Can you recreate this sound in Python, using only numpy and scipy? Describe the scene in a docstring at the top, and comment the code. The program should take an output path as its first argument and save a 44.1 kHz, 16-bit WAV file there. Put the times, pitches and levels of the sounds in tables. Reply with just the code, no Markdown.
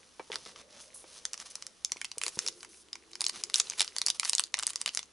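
"""Creases of a foil pack of cards snap one by one, each a buckling impulse that excites ringing facets.
The pack is lifted from a cardboard box, turned over and pulled open close by in a small room.
The seam rips in dense runs of fractures, and fingers slide on the film by stick and slip.
Box and cards knock softly as decaying modes; noise in a gliding band makes a hollow rustle.
Coloured noise and a faint, wavering sine give the room air and its hum."""
import sys
import numpy as np
from scipy import signal
from scipy.fft import rfft, irfft, next_fast_len
from scipy.io import wavfile

SR = 44100
rng = np.random.default_rng(int(sys.argv[2]) if len(sys.argv) > 2 else 0)


def transcribe(u):
    """Save the signal u as a 16-bit wav file named by the first command-line argument.

    u: samples, shape (n,) or (channels, n), limited to [-1, 1]; the rate is SR.
    q: integer samples, one column per channel.
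    """
    v = np.clip(np.atleast_2d(u).T, -1, 1)
    q = np.round(v * 32767).astype(np.int16)
    wavfile.write(sys.argv[1], SR, q)


N = 225965
TIME = np.arange(N) / SR

# clearest crease snaps, levels before the common trim: (time [s], level [dB],
# body re level [dB], top re level [dB], facet ring [Hz])
CREASE_SNAPS = [(.318, -42, 2.5, -13, 3270), (0.3271, -46, 1, -9, 2100), (0.3315, -47.5, 7, -15, 2090),
                (.3435, -42.5, -13, -14, 4800), (0.3572, -33.5, -4, -6.5, 4750),
                (.4608, -51.5, 2.5, -5, 3630), (0.5601, -52.5, 3.5, -20, 1210),
                (1.2531, -30.5, -11.5, -5.5, 6340), (1.3333, -36, -14.5, -2, 5840),
                (1.3416, -42, -3, -2, 5570), (1.377, -44.5, -10, -5, 5900), (1.4003, -43, -7, -3.5, 5530),
                (1.5547, -41.5, -8, 4.5, 5100), (1.624, -41, -9.5, -5, 5430), (1.6668, -43, -11, 2.5, 5500),
                (1.848, -29.5, -22, 1.5, 5430), (1.9198, -29.5, -13, -1.5, 5650),
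                (1.9692, -47, -4, -12, 2200), (2.0151, -42.5, 5.5, 5, 2300), (2.046, -40, 0.5, 2.5, 2650),
                (2.0522, -38.5, -31, -8, 4680), (2.116, -37.5, -11.5, -10, 4770),
                (2.1823, -39.5, -14, 6, 9200), (2.2153, -43, 7, 6, 2650), (2.236, -40.5, 4.5, 11.5, 2530),
                (2.2649, -34, -3, 0, 4500), (2.281, -35, -8.5, -1.5, 7960), (2.3904, -28, -10, -2, 5600),
                (2.4643, -33, -11, -7, 5500), (2.4766, -27.5, -37, -14, 4970),
                (2.4845, -32, -11, -2.5, 5550), (2.607, -48, -20, -20, 4900), (2.6303, -48, 1, 0.5, 7900),
                (2.648, -55.5, 7, 7, 5230), (2.9308, -34, -19, -20, 4900), (2.955, -46, 0, -4.5, 5750),
                (3.133, -44, -12, -27, 4760), (3.1545, -40.5, -8, -7.5, 4800), (3.2077, -32, -12, 2, 4140),
                (3.2167, -34, -4.5, 4.5, 9800), (3.242, -29, -18, -12, 4150), (3.251, -49, -17, 12, 5400),
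                (3.2654, -25, -17.5, -5, 4670), (3.2828, -44.5, -11.5, 7, 10200),
                (3.2937, -37, -11, -11, 4370), (3.2963, -31.5, -11, -4.5, 9550),
                (3.4376, -30.5, -16.5, -2.5, 5200), (3.499, -44, -1.5, -0.5, 4430),
                (3.5426, -21, -20.5, -5.5, 3500), (3.558, -24.5, -20, -4, 4850), (3.582, -39, -18, 5, 6100),
                (3.5997, -25, -15, 2.5, 4040), (3.6021, -24.5, -11.5, -21, 6400),
                (3.6156, -47, -8, 6, 6860), (3.6708, -44.5, -12, -20, 3860), (3.6993, -34, -16, 1, 5560),
                (3.7088, -43.5, -8, -13, 4170), (3.721, -50, 3.5, -12, 1690), (3.735, -51, 5, -1, 2050),
                (3.796, -26, -17.5, -7, 4430), (3.806, -26.5, -3.5, 1, 3330),
                (3.8077, -26.5, -8, -14, 4420), (3.817, -27.5, -7.5, -1.5, 3930),
                (3.827, -34.5, -12, -14, 3600), (3.8457, -43, -4.5, 1, 5370),
                (3.8782, -36.5, -14, -18, 4170), (3.9646, -33.5, -6, -4.5, 6400),
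                (3.9841, -30, -16, -3, 4460), (4.0166, -27.5, -10, -4, 4140), (4.0639, -30, -26, 7.5, 4560),
                (4.0704, -38, -4.5, 6, 6030), (4.084, -26, -13.5, -10, 4560), (4.102, -25, -16, -2.5, 4020),
                (4.1975, -28, -10.5, 2, 2300), (4.232, -38, 4.5, -20, 1330), (4.2491, -36, -10, 3.5, 4280),
                (4.2542, -32, -6.5, -14, 5870), (4.2958, -27.5, -17.5, 3.5, 9400),
                (4.3326, -28, -7.5, -1, 4450), (4.3512, -31, -29, 7, 5560), (4.3823, -26.5, -18, -6, 3640),
                (4.3957, -26.5, -4, 2.5, 8800), (4.4042, -45.5, -24, 11, 5270),
                (4.4384, -32, -22, -4, 4250), (4.5417, -25, -5, -14, 1880), (4.5706, -43.5, -9, -4, 5650),
                (4.5811, -49, 6, -8, 1110), (4.5897, -34, -9, 2, 9750), (4.5963, -36.5, -2, -5, 5340),
                (4.6264, -44, 5.5, 9, 7600), (4.6337, -34, -4, -3.5, 5500), (4.668, -29.5, -17.5, 5, 8940),
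                (4.6763, -37.5, -6, -1, 6300), (4.7045, -42, -7, 4.5, 9800),
                (4.7584, -32.5, -12, 0.5, 5040), (4.815, -34, -10, 2, 8100), (4.8606, -31.5, -1, 1, 2920),
                (4.8773, -31.5, -7.5, -26, 4000), (4.8912, -33.5, -19, -27, 2690),
                (4.949, -41, -7.5, 10, 5600), (4.9734, -28.5, -9, -4, 5600),
                (4.992, -35.5, -5.5, -4.5, 3530), (5.0295, -43, -10.5, -18, 6170)]
# frequency bands of a snap, two for the body and two above: (lower edge [Hz], upper edge [Hz])
SNAP_BAND_EDGES = [(720, 1480), (1850, 3250), (3300, 6500), (6500, 11500)]
# broad resonances of the wrapper: (frequency [Hz])
WRAPPER_MODES_HZ = [1034, 2144, 4840]
# seam tearing, before a common trim:
# (start [s], end [s], level [dB], growth from start to end [dB], tilt [dB/octave])
SEAM_RIPS = [(0.324, 0.348, -43.5, -2, 0), (1.39, 1.426, -48.5, 12, 2.5), (2.222, 2.296, -44, 6, 6),
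             (2.377, 2.5, -49, 2, 4), (3.199, 3.31, -61, -26, 0.5), (3.541, 3.6, -37.5, 1.5, 5.5),
             (3.776, 3.826, -37, 6, 4), (4.058, 4.108, -43.5, 3, 3.5), (4.245, 4.305, -39.5, 8, 5.5),
             (4.322, 4.419, -52, -16, 4), (4.689, 4.705, -39, 11, 6.5), (4.87, 4.893, -39, -8.5, 2)]
# spectrum of the rips: (frequency [Hz], relative spectral level [dB])
RIP_SPECTRUM = [(200, 2), (500, -1), (1000, 3), (2200, 0), (4500, -2), (7000, -6.5), (11000, -9)]
# fingers swishing over the film, before a common trim:
# (start [s], end [s], level [dB], growth from start to end [dB], tilt [dB/octave])
FINGER_SWISHES = [(.461, .525, -53.5, -3, -1.5), (.555, .62, -53.5, 6, -2), (.70, .81, -56, 9, -1.5),
                  (.81, .895, -58.5, -16, 5), (.942, 1.04, -52.5, -13, 18), (1.06, 1.2, -55.5, 11, 1.5),
                  (1.455, 1.492, -52.5, -11, 1), (1.502, 1.522, -49, -9, 5), (2.31, 2.365, -55.5, 19, 8),
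                  (2.5, 2.63, -63, 8, 10), (2.69, 2.83, -59, -2.5, 7.5), (3.32, 3.37, -48.5, 16, -1),
                  (3.37, 3.42, -49, -2, 0), (3.64, 3.77, -53.5, -1, .5), (3.84, 3.92, -57.5, -7, 2),
                  (3.95, 4.06, -62.5, -25, 1), (4.145, 4.175, -49, -12, 1.5), (4.205, 4.245, -51, 16, 3),
                  (4.79, 4.815, -55, 22, 0.5), (4.935, 5.01, -54, -14, 2.5)]
# spectrum of skin on film: (frequency [Hz], relative spectral level [dB])
SWISH_SPECTRUM = [(200, -1), (500, -6), (1200, 1.5), (1700, -3), (2500, -1), (4000, 2), (5200, 2.5),
                  (6200, 0), (7400, -4), (8600, -3), (10000, 0), (11000, -7.5)]
# how busily the fingers rub, before a common trim: (time [s], level [dB])
RUB_LEVEL = [(0, -63), (.26, -62), (.38, -54.5), (.67, -67), (1.05, -60.5), (1.6, -58.5), (1.75, -65.5),
             (2.0, -59), (2.14, -64), (2.3, -57), (2.9, -68.5), (3.15, -64), (3.6, -58), (4.4, -62.5),
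             (4.51, -71), (4.58, -57.5), (4.9, -62.5), (5.12, -68)]
# hollow rustle between the hands, before a common trim: (time [s], level [dB])
HOLLOW_LEVEL = [(0, -66), (.25, -78), (.54, -61), (1.68, -66), (1.85, -83), (2.12, -98), (2.24, -55),
                (2.33, -83), (2.43, -49.5), (2.55, -59.5), (2.95, -67.5), (3.5, -57.5), (3.85, -64.5),
                (4.9, -67), (5.12, -72)]
# resonance of the hollow rustle, following the grip: (time [s], frequency [Hz])
GRIP_RESONANCE = [(.58, 480), (.75, 571), (1.0, 516.2), (2.3, 500), (2.7, 380), (3.3, 390), (3.7, 460)]
# knocks of box and cards, before a common trim:
# (time [s], level [dB], contact cut-off [Hz], time to decay 60 dB [s])
SOFT_KNOCKS = [(0.1955, -32.5, 2760, 0.061), (0.3008, -29, 620, 0.036), (.33, -49, 1500, 0.36),
               (.358, -42, 1200, 0.072), (.461, -41.5, 2500, 0.038), (1.041, -43, 3000, 0.028),
               (1.923, -48, 910, 0.036), (1.961, -41, 2000, 0.019), (2.173, -39.5, 643, 0.038),
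               (2.265, -42.5, 798, 0.15), (2.372, -29, 490, 0.022)]
# modes of the cardboard: (frequency [Hz], relative level [dB])
CARDBOARD_MODES = [(170, -17), (291, -8.5), (400, -2), (500, 1), (650, -11), (904, -2), (1082, -8),
                   (1260, -7.5), (1604, -21), (2300, -4)]
# spectrum of the room air: (frequency [Hz], relative spectral level [dB])
AIR_SPECTRUM = [(25, -6), (60, -5), (110, -3), (250, 4), (500, -2.5), (1000, -2.5), (3000, -9),
                (11000, -12.5)]

# a crease of FIRM_DB buckles in BUCKLE_S; the time doubles for each BUCKLE_DOUBLING_DB below it
FIRM_DB, BUCKLE_S, BUCKLE_DOUBLING_DB = -30, 0.00064, 15
FACET_Q = 5  # ring frequency over bandwidth
# facets that ring within about FACET_OCTAVES of FACET_HZ ping most clearly
FACET_HZ, FACET_OCTAVES, FACET_LIFT_DB = 2650, 0.64, 9
LOW_DB, LOW_MID_DB = -1, -3.2  # offsets of the two body bands of a snap
BASS_CUT_HZ = 160  # thin film radiates little bass
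ROOM_T60_S, ROOM_DB, ROOM_WIDTH = 0.19, -13.5, 0.65
CUTOFF_HZ = 11200


def snaps(after_db=-5, ring_db=6, side_db=-1.0, side_width_hz=600, detune_octaves=0.091,
          flutter_db=-22, recoil_db=4, trim_db=-6.0, size=700, count=6):
    """Impulsive buckling: a crease jumps, neighbours follow within milliseconds, and freed facets ring."""
    out, t = np.zeros(N + size), np.arange(size) / SR
    bands = [signal.butter(2, edges, "band", fs=SR, output="sos") for edges in SNAP_BAND_EDGES]
    for s, db, body_db, top_db, ring_hz in CREASE_SNAPS:
        buckle_s = BUCKLE_S * 2 ** ((FIRM_DB - db) / BUCKLE_DOUBLING_DB)
        force = from_db(flutter_db) * rng.standard_normal(size) * np.exp(-t / buckle_s)
        force[0] += 1
        follow = np.minimum(rng.uniform(0.23, 1.9, count) * buckle_s * SR, size - 1).astype(int)
        force[follow] += from_db(after_db) * rng.uniform(0.41, 1, count) * rng.choice([-1, 1], count)

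        lift_db = FACET_LIFT_DB * np.exp(-(np.log2(ring_hz / FACET_HZ) / FACET_OCTAVES) ** 2)
        ring = resonance(force, ring_hz, ring_hz / FACET_Q)
        facet = force + from_db(ring_db + lift_db) * ring
        # each fold detunes the wrapper
        detune = 2 ** rng.normal(0, detune_octaves, len(WRAPPER_MODES_HZ))
        for hz in WRAPPER_MODES_HZ * detune:
            facet += from_db(side_db) * resonance(force, hz, side_width_hz)

        low_db = body_db + LOW_DB - lift_db / 2
        low_mid_db = body_db + LOW_MID_DB + lift_db / 2
        band_db = np.array([low_db, low_mid_db, 0, top_db])
        gains = from_db(db + band_db) * [1, -1, 1, -1]  # signs let the bands join
        snap = sum(g * rms_one(signal.sosfilt(band, facet)) for g, band in zip(gains, bands))
        at = int(s * SR)
        out[at:at + size] += snap * rng.choice([-1, 1])
    body = resonance(out[:N], 510, 300)  # the whole pack recoils
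    recoil = from_db(recoil_db) * passband(body, 576, "low")
    return from_db(trim_db) * (out[:N] + recoil)


def straining(relative_db=-4, earliest_s=0.002, latest_s=0.00077, hz=5500, width_hz=5000, count=3):
    """Precursory release: just before a crease jumps, the strained film ticks faintly."""
    s, db = np.array(CREASE_SNAPS)[:, :2].T
    lead_s = rng.uniform(latest_s, earliest_s, (len(s), count))
    at = ((s[:, None] - lead_s) * SR).astype(int)
    clicks = np.zeros(N)
    clicks[at] = from_db(db[:, None] + relative_db) * rng.standard_normal(at.shape)
    return resonance(clicks, hz, width_hz)


def settling(relative_db=0, settle_s=0.012, scatter_db=4, count=3):
    """Relaxation: after each snap a few small wrinkles give way, at exponentially distributed delays."""
    s, db = np.array(CREASE_SNAPS)[:, :2].T
    delay_s = rng.exponential(settle_s, (len(s), count))
    size_db = rng.normal(0, scatter_db, (len(s), count))
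    at = np.minimum((s[:, None] + delay_s) * SR, N - 1).astype(int)
    clicks = np.zeros(N)
    clicks[at] = from_db(db[:, None] + size_db + relative_db) * rng.choice([-1, 1], at.shape)
    bright = resonance(clicks, 7400, 4500)
    middle = resonance(clicks, 3100, 850)
    return bright - middle + 0.72 * resonance(clicks, 1600, 500)


def crinkles(per_s=45, busy_db=-57, click_db=-28, scatter_db=4.5, pull_from_s=2.7,
             low_hz=1500, high_hz=9500, q=4, count=8):
    """Random failure: once pulled, faint creases yield more often and harder the busier the fingers."""
    effort = from_db(in_time(RUB_LEVEL)[0] - busy_db) * (TIME > pull_from_s)
    yields = rng.random(N) < per_s * effort / SR
    clicks = yields * effort * from_db(click_db + rng.normal(0, scatter_db, N))
    # each click is dealt to one of several pitches
    dealt = rng.integers(0, count, N)
    pitches_hz = np.geomspace(low_hz, high_hz, count)
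    rings = sum(resonance(clicks * (dealt == k), hz, hz / q) for k, hz in enumerate(pitches_hz))
    return 2 * rings + .5 * passband(clicks, low_hz, "high")


def rips(per_s=1900, spread_db=3, trim_db=-1):
    """Successive fracture: the seam lets go in a dense run of tiny breaks."""
    return from_db(trim_db) * strokes(SEAM_RIPS, grains(per_s, spread_db), RIP_SPECTRUM, edge_s=0.0059)


def sliding(swish_db=-1, rub_db=-1, tick_db=-8, sheen_hz=6100, sheen_width_hz=900, sheen_db=-5):
    """Stick-slip friction: skin swishes and rubs on film, with a resonant sheen and stray wrinkle ticks."""
    effort = from_db(in_time(RUB_LEVEL)[0])
    swishes = strokes(FINGER_SWISHES, grains(9000, 5.8), SWISH_SPECTRUM, edge_s=0.0019)
    rub = effort * coloured(grains(8000, 4.5), SWISH_SPECTRUM)
    friction = from_db(swish_db) * swishes + from_db(rub_db) * rub
    sheen = from_db(sheen_db) * resonance(friction, sheen_hz, sheen_width_hz)
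    ticks = sum(resonance(grains(130, 18.0), hz, 0.26 * hz) for hz in WRAPPER_MODES_HZ)
    return friction + sheen + from_db(tick_db) * effort * rms_one(ticks)


def strokes(rows, texture, colour, edge_s):
    """Stick-slip stretches: each swells or fades and has its own spectral tilt; the bass is cut."""
    out = np.zeros(N)
    for start, end, db, growth_db, tilt_db in rows:
        span = slice(max(int((start - edge_s) * SR), 0), int((end + edge_s) * SR))
        t = TIME[span]
        touch = np.clip(np.minimum(t - start, end - t) / edge_s / 2 + .5, 0, 1)
        progress = (t - start) / (end - start) - .5  # the listed level holds halfway
        gain = touch * from_db(db + growth_db * progress)
        out[span] += gain * coloured(texture[span], colour, tilt_db)
    return passband(out, BASS_CUT_HZ, "high", order=1)


def hollow(half_width_hz=75, trim_db=-3.5):
    """Cavity resonance: handling noise fills one band whose centre shifts with the grip."""
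    (db,), (hz,) = in_time(HOLLOW_LEVEL), in_time(GRIP_RESONANCE)
    # slow noise on two carriers in quadrature becomes a noise band around hz
    a, b = passband(rng.standard_normal((2, N)), half_width_hz, "low")
    phase = 2 * np.pi * np.cumsum(hz) / SR
    return from_db(db + trim_db) * rms_one(a * np.cos(phase) + b * np.sin(phase))


def knocks(trim_db=-5, rattle_db=9, rattle_hz=1500, size=6000):
    """Modal impact: each touch rings the cardboard and jostles the cards; soft contact omits the highs."""
    out, t = np.zeros(N + size), np.arange(size) / SR
    hz, mode_db = np.transpose(CARDBOARD_MODES)
    for s, db, contact_hz, t60 in SOFT_KNOCKS:
        strength = from_db(mode_db + rng.normal(0, 0.66, len(hz))) * rng.choice([-1, 1], len(hz))
        modes = strength @ np.sin(2 * np.pi * np.outer(hz, t))
        ring = passband(modes, contact_hz, "low")
        rattle = passband(rng.standard_normal(size), [240, rattle_hz], "band", order=1)
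        rattle = from_db(rattle_db) * passband(rattle, contact_hz, "low", order=1)
        decay = from_db(db + trim_db - 60 * t / t60)
        at = int(s * SR)
        out[at:at + size] += decay * (ring + rattle)
    return out[:N]


def thud(at_s=2.373, hz=170, start_db=-37, t60=0.019):
    """Damped oscillation: the stack of cards drops against the palm as the pack is turned over."""
    t = np.maximum(TIME - at_s, 0)
    return from_db(start_db - 60 * t / t60) * np.sin(2 * np.pi * hz * t)


def room(x, first_s=0.00022, wall_hz=8000, table_s=0.0073, table_width_s=0.0053, table_db=2, size=14000):
    """Reverberation: a short decaying wall tail and a table's scattered early echo, wide in stereo."""
    t = np.arange(size) / SR
    mid, side = passband(rng.standard_normal((2, size)), min(wall_hz, SR / 3), "low", order=1)
    walls = from_db(-60 * t / ROOM_T60_S) * np.clip(t / first_s - .5, 0, 1)
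    table = from_db(table_db) * np.exp(-((t - table_s) / table_width_s) ** 2)
    tail = (mid + ROOM_WIDTH * side * [[1], [-1]]) * (walls + table)
    tail *= from_db(ROOM_DB) / np.sqrt(np.sum(tail ** 2) / 2)
    return signal.fftconvolve(x[None], tail, axes=1)[:, :N]


def background(air_db=-68, hum_hz=68, hum_db=-80, waver=0.31, waver_hz=5, width=0.72):
    """Stationary noise and amplitude modulation: quiet room air with a low, wavering hum."""
    mid, side = coloured(rng.standard_normal((2, N)), AIR_SPECTRUM)
    air = mid + width * side * [[1], [-1]]
    swell = 1 + waver * rms_one(passband(rng.standard_normal(N), waver_hz, "low"))
    hum = swell * np.sqrt(2) * np.sin(2 * np.pi * hum_hz * TIME)
    return from_db(air_db) * air + from_db(hum_db) * hum


def grains(per_s, spread_db, length=N):
    """Random impulse process: tiny slips at random moments, many weak and a few strong."""
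    draw = rng.random((length, 3))
    sizes = from_db(abs(spread_db) * np.minimum(-np.log(draw[:, 0] + 1e-9), 4))
    slips = draw[:, 1] < per_s / SR
    return rms_one(slips * sizes * np.sign(draw[:, 2] - .5))


def coloured(x, colour, tilt_db=0):
    """Spectral shaping: a smooth spectrum, tilted by so many dB per octave, at rms 1."""
    hz, db = np.transpose(colour)
    length = x.shape[-1]
    size = next_fast_len(length)
    bins = np.maximum(np.fft.rfftfreq(size, 1 / SR), 1)
    bin_db = np.interp(np.log(bins), np.log(hz), db + tilt_db * np.log2(hz))
    gain = from_db(bin_db) * (bins < CUTOFF_HZ + 500)
    return rms_one(irfft(rfft(x, size) * gain, size)[..., :length])


def resonance(x, hz, width_hz):
    """Damped resonator: two poles, with gain near 1 at the peak."""
    r = np.exp(-np.pi * width_hz / SR)
    zeros = np.array([1, 0, -1]) * (1 - r * r) / 2
    poles = [1, -2 * r * np.cos(2 * np.pi * hz / SR), r * r]
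    return signal.lfilter(zeros, poles, x)


def passband(x, hz, kind, order=2):
    """Band limitation: a causal Butterworth filter."""
    return signal.sosfilt(signal.butter(order, hz, kind, fs=SR, output="sos"), x + 1e-18)


def in_time(rows):
    """Linear interpolation: each column of a curve at every sample."""
    s, *columns = np.transpose(rows)
    return [np.interp(TIME, s, c) for c in columns]


def rms_one(x):
    """Power normalisation: scale to rms 1."""
    return x / np.sqrt(np.mean(x ** 2) + 1e-20)


def from_db(db):
    """Logarithmic level: decibels to amplitude gain."""
    return 10 ** (np.asarray(db) / 20)


def scene():
    """Superposition: centred direct sound, its reverberation and the background add up."""
    foil = straining() + snaps() + settling() + crinkles() + rips() + sliding()
    # light card gives little bass
    card = passband(knocks(), 260, "high") + passband(thud(), 74, "high")
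    pack = foil + hollow() + card
    return pack + room(pack) + background()


def record(dry):
    """Port resonance: the two microphone ports ring slightly differently; the top is cut steeply."""
    left = dry[0] + 0.14 * resonance(dry[0], 6360, 1900) + 0.1 * resonance(dry[0], 3640, 1360)
    right = dry[1] + 0.25 * resonance(dry[1], 2900, 1300) + 0.35 * resonance(dry[1], 10200, 2200)
    ports = np.array([left, right]) * from_db(-0.4)
    top_cut = signal.firwin(161, CUTOFF_HZ, fs=SR)
    return signal.fftconvolve(ports, top_cut[None], "same", axes=1)


dry = scene()
out = record(dry)
transcribe(out)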